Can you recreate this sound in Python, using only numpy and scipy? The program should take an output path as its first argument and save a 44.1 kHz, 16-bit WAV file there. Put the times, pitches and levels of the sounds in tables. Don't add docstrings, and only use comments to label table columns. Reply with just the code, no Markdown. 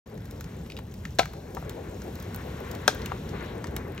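import sys
import numpy as np
from scipy import signal
from scipy.fft import rfft, irfft
from scipy.io import wavfile
from scipy.ndimage import uniform_filter1d

SR = 44100
rng = np.random.default_rng(int(sys.argv[2]) if len(sys.argv) > 2 else 0)


def put_to_file(sound):
    columns = np.atleast_2d(sound).T
    safe = np.clip(columns, -1, 1)
    whole_steps = np.round(safe * 32767)
    wavfile.write(sys.argv[1], SR, whole_steps.astype(np.int16))


N = 176400


def undb(db):
    return 10 ** (np.asarray(db) / 20)


def unit(x):
    return x / np.sqrt(np.mean(x ** 2))


def curve(points):
    hz, value = np.array(points, float).T
    bins_hz = np.arange(N // 2 + 1) * SR / N
    return np.interp(np.log(bins_hz + 1), np.log(hz), value)


def colour(x, points):
    return irfft(rfft(x) * undb(curve(points)), N)


def band(x, low_hz, high_hz, order):
    return signal.sosfilt(signal.butter(order, [low_hz, high_hz], "band", fs=SR, output="sos"), x)


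def wander(rate_hz):
    hold = int(SR / rate_hz)
    steps = np.repeat(rng.standard_normal(N // hold + 1), hold)
    return unit(uniform_filter1d(uniform_filter1d(steps, hold), hold)[:N])


def chatter(samples, depth_db=2.8, rate_hz=700):
    return unit(undb(depth_db * wander(rate_hz)[:samples]))


def burst(low_hz, high_hz, decay_s, order=2):
    t = np.arange(SR // 20) / SR
    attack_s = 0.58 * decay_s
    envelope = np.exp(-t / decay_s) * (1 - np.exp(-t / attack_s))
    noise = band(rng.standard_normal(len(t)) * envelope, low_hz, high_hz, order)
    return noise * np.sqrt(decay_s * SR / 2 / np.sum(noise ** 2))


def add(out, start_s, sound):
    i = int(start_s * SR)
    out[i:i + len(sound)] += sound[:N - i]


# freq_hz, gain_db
SCATTER_EQ = [(200, -12), (700, -12.5), (2000, -10.5), (6000, -7), (15000, -19)]


def yard(x, scatter_t60_s=0.098, tail_t60_s=0.98, tail_db=-22.5):
    t = np.arange(N) / SR
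    fade = undb(-60 * t / scatter_t60_s) + undb(tail_db - 60 * t / tail_t60_s)
    mid, side = colour(rng.standard_normal((2, N)), SCATTER_EQ) * fade / np.sqrt(np.sum(fade ** 2))
    echo = mid + .5 * side * np.array([[1], [-1]])
    return x + signal.fftconvolve(x[None], echo, axes=1)[:, :N]


# time_s, rumble_db, roar_db, rush_db, flare_db, sizzle_db
FLAME_SWELL = [(0.06, -43.5, -48, -60, -69, -65.5), (0.52, -39, -48.5, -58.5, -64.5, -60),
               (0.85, -42.5, -49.5, -63.5, -69.5, -65), (1.1, -38, -51, -60, -64.5, -59.5),
               (1.48, -43, -48, -59.5, -72, -61), (1.61, -40.5, -45.5, -56, -61, -57),
               (1.67, -40, -40, -51.5, -62.5, -61), (1.95, -39.5, -44.5, -56.5, -63, -57.5),
               (2.27, -38.5, -43.5, -52, -59.5, -57), (2.42, -39, -42.5, -50, -58.5, -55.5),
               (3.0, -38.5, -41.5, -48.5, -56.5, -58), (3.31, -37, -45, -52.5, -59, -57.5),
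               (3.36, -42, -40, -46, -55, -59), (3.49, -34, -42, -43.5, -53.5, -59.5),
               (3.55, -37.5, -41, -50, -61, -60), (3.87, -36.5, -42.5, -49.5, -65.5, -62.5),
               (4.0, -36.5, -47.5, -49, -60.5, -63.5)]
# low_hz, high_hz, trim_db, flutter_db, flutter_hz, stereo_width
FLAME_LAYERS = [(25, 256, 1, 1.5, 14, 0.02), (260, 875, 1, 2, 25, 0.24), (920, 2490, 1.5, 2.03, 35, 0.23),
                (2510, 4360, 1, 0.3, 50, 0.69), (4960, 15400, -0.5, 0.5, 30, 0)]
# freq_hz, gain_db
FLAME_EQ = [(25, -16), (40, -15), (58, 1.5), (160, -2.5), (220, -4.5), (295, -9.5), (450, -7.5),
            (690, -17.5), (1120, -17.5), (1240, -22.5), (1400, -19), (1750, -20.5), (2900, -26.5),
            (4100, -28.5), (4900, -31), (6400, -34), (10000, -35), (15500, -40)]


def flames():
    t, swell, out = np.arange(N) / SR, np.array(FLAME_SWELL), 0
    for k, (low_hz, high_hz, trim_db, flutter_db, flutter_hz, width) in enumerate(FLAME_LAYERS):
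        noises = colour(rng.standard_normal((2, N)), FLAME_EQ)
        mid, side = (unit(band(noise, low_hz, high_hz, order=4)) for noise in noises)
        level = undb(np.interp(t, swell[:, 0], swell[:, k + 1]) + trim_db)
        flutter = unit(undb(flutter_db * wander(flutter_hz)))
        out = out + level * flutter * (mid + width * side * np.array([[1], [-1]]))
    return out


def crackle(ticks_per_s=200, low_hz=2240, high_hz=13600, floor_db=-55, mean_decay_s=.0006):
    out, t = np.zeros(N), np.arange(SR // 200) / SR
    for when, size, pitch, length in rng.random((int(ticks_per_s * N / SR), 4)):
        pitch_hz = low_hz + pitch * (high_hz - low_hz)
        accent_db = min(-4.2 * np.log(size), 14)
        grain = np.sin(2 * np.pi * pitch_hz * t) + 0.41 * rng.standard_normal(len(t))
        envelope = np.exp(-t / (mean_decay_s * (.5 + length)))
        add(out, when * N / SR, undb(floor_db + accent_db) * grain * envelope)
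    return out


# start_s, level_db
STEAM_SPURTS = [(0.661, -45), (0.6996, -36), (0.7098, -47), (0.7193, -36), (0.7664, -37), (0.773, -38),
                (0.7871, -42)]


def steam():
    out = np.zeros(N)
    for start_s, level_db in STEAM_SPURTS:
        spurt = burst(low_hz=2260, high_hz=3830, decay_s=0.0025, order=1)
        add(out, start_s, undb(level_db) * spurt * chatter(len(spurt)))
    return out


# start_s, body_db, snap_db, fizz_db, body_pitch_hz
SHELL_POPS = [(0.176, -50, -55.5, -61, 1700), (0.2555, -57, -54.5, -56, 1800),
              (0.31, -59, -48.5, -54, 2000), (0.4084, -39.5, -44.5, -49, 1300),
              (0.4417, -48, -49, -57, 1800), (0.7892, -39, -53, -54, 1100),
              (0.9404, -51, -51.5, -54.5, 1800), (1.0516, -32.5, -42.5, -56, 1750),
              (1.2555, -34.5, -44, -51, 1500), (1.334, -42.5, -53, -55, 1100),
              (1.5482, -49, -46, -49, 1220), (1.6945, -45.5, -40.5, -45, 3040),
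              (2.018, -44, -46, -61, 1310), (2.1547, -60, -47, -51, 1800), (2.2, -55, -48.5, -51, 1470),
              (2.225, -61, -51, -48, 1800), (2.3452, -39.5, -43, -44, 1180), (2.361, -56, -62, -42, 1450),
              (2.603, -50, -68, -52, 1530), (2.7133, -50, -42.5, -44, 1380), (2.7501, -57, -44, -51, 1800),
              (2.948, -40, -56, -47, 1710), (3.017, -40, -50, -57, 3430), (3.0589, -34, -38, -42, 2410),
              (3.291, -59, -45, -58, 1960), (3.6414, -32.5, -40.5, -63, 1260),
              (3.6697, -44.5, -45, -55, 1390), (3.7643, -33, -37, -35.5, 1760),
              (3.9775, -36.5, -50.5, -62, 1795)]
# low_hz, high_hz, decay_s, trim_db
SNAP_AND_FIZZ = [(2930, 8400, 0.002, 6.5), (10300, 18800, 0.00087, 14.5)]


def pops(body_trim_db=4):
    out = np.zeros(N)
    for start_s, body_db, snap_db, fizz_db, pitch_hz in SHELL_POPS:
        body = burst(pitch_hz / np.sqrt(2), pitch_hz * np.sqrt(2), decay_s=.0022)
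        add(out, start_s, undb(body_db + body_trim_db) * body)
        for level_db, (low_hz, high_hz, decay_s, trim_db) in zip((snap_db, fizz_db), SNAP_AND_FIZZ):
            add(out, start_s, undb(level_db + trim_db) * burst(low_hz, high_hz, decay_s))
    return out


# start_s, level_db
EMBER_CRUNCHES = [(1.19, -34.5), (2.882, -35)]


def embers(grit_db=1.5, decay_s=0.024):
    out, t = np.zeros(N), np.arange(N) / SR
    for start_s, level_db in EMBER_CRUNCHES:
        grit = rng.standard_normal(N) * undb(grit_db * wander(rate_hz=900))
        rustle = unit(band(grit, low_hz=1490, high_hz=7060, order=1))
        add(out, start_s, undb(level_db) * rustle * np.exp(-t / decay_s))
    return out


# pitch_hz, relative_db
FIRST_SHELL_MODES = [(306, -10), (450, -12.5), (610, -12), (692, 7.5), (765, 0), (1015, 1.5), (1335, 2),
                     (1565, 6.5), (1820, -25), (2400, 4), (2760, 4), (3480, 4.5), (4130, 11.5)]
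SECOND_SHELL_MODES = [(310, -23), (445, 3), (610, -3), (750, 3.5), (850, 1), (1425, -7), (1595, 11.5),
                      (2720, 1), (3850, 0), (4200, 11), (4710, 9), (6250, -5)]
HEAP_MODES = [(530, -9), (790, 5.5), (950, 4.5), (1160, 5), (1310, -0.5)]
# start_s, ring_db, crack_db, brightness_hz, body (0 first shell, 1 second, 2 heap)
SHELL_HITS = [(1.1867, -46, -14, 4500, 0), (1.1901, -35, -18.5, 7040, 0), (1.1929, -18.5, -12, 2100, 0),
              (1.1952, -29.5, -10.5, 3430, 0), (1.231, -48, -28, 1400, 0), (1.5698, -31.5, -31, 1200, 2),
              (1.626, -46, -34, 700, 2), (2.8781, -37, -5.5, 6950, 1), (2.8797, -20, -15, 2160, 1),
              (3.119, -34.5, -23.5, 1720, 2)]


def thrown_shells(low_mode_t60_s=(.092, .068, .052), knee_hz=850):
    out, t = np.zeros(N), np.arange(SR // 4) / SR
    for start_s, ring_db, crack_db, brightness_hz, body in SHELL_HITS:
        ring = np.zeros(len(t))
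        for pitch_hz, mode_db in (FIRST_SHELL_MODES, SECOND_SHELL_MODES, HEAP_MODES)[body]:
            t60_s = low_mode_t60_s[body] / np.hypot(1, pitch_hz / knee_hz)
            envelope = undb(mode_db - 60 * t / t60_s) * chatter(len(t))
            rolloff = 1 / np.hypot(1, pitch_hz / brightness_hz)
            ring += rolloff * envelope * np.sin(2 * np.pi * pitch_hz * t)
        crack = burst(low_hz=307, high_hz=brightness_hz, decay_s=0.0016)
        add(out, start_s, undb(ring_db) * band(ring, low_hz=216, high_hz=17000, order=2))
        add(out, start_s, undb(crack_db) * crack)
    return out


def scene():
    return flames() + yard(crackle() + pops() + steam() + thrown_shells() + embers())


# freq_hz, left_minus_right_db
PORT_BALANCE = [(100, 0), (380, 1.5), (720, 9), (1400, 7), (2400, 3), (4400, 1), (8000, -0.5)]
# freq_hz, left_lead_rad
PORT_LEAD = [(300, 0), (550, 1.19), (1000, 1.07), (2800, 0.95), (4500, 1.46), (5800, 1), (8000, 2),
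             (9000, 3), (10800, 3.5), (13000, 5.5), (15500, 5)]


def record(dry, silence_s=0.058, fade_in_s=0.005, top_hz=16000):
    balance = undb(curve(PORT_BALANCE))
    half_lead = np.exp(.5j * curve(PORT_LEAD))
    ports = np.array([balance * half_lead, 1 / half_lead]) * 2 / (1 + balance)
    heard = np.clip(irfft(rfft(dry) * ports, N), -1, 1)
    fade_in = np.clip((np.arange(N) / SR - silence_s) / fade_in_s, 0, 1)
    high_cut = signal.ellip(8, .2, 70, top_hz, fs=SR, output="sos")
    return signal.sosfilt(high_cut, heard * fade_in)


dry = scene()
out = record(dry)
put_to_file(out)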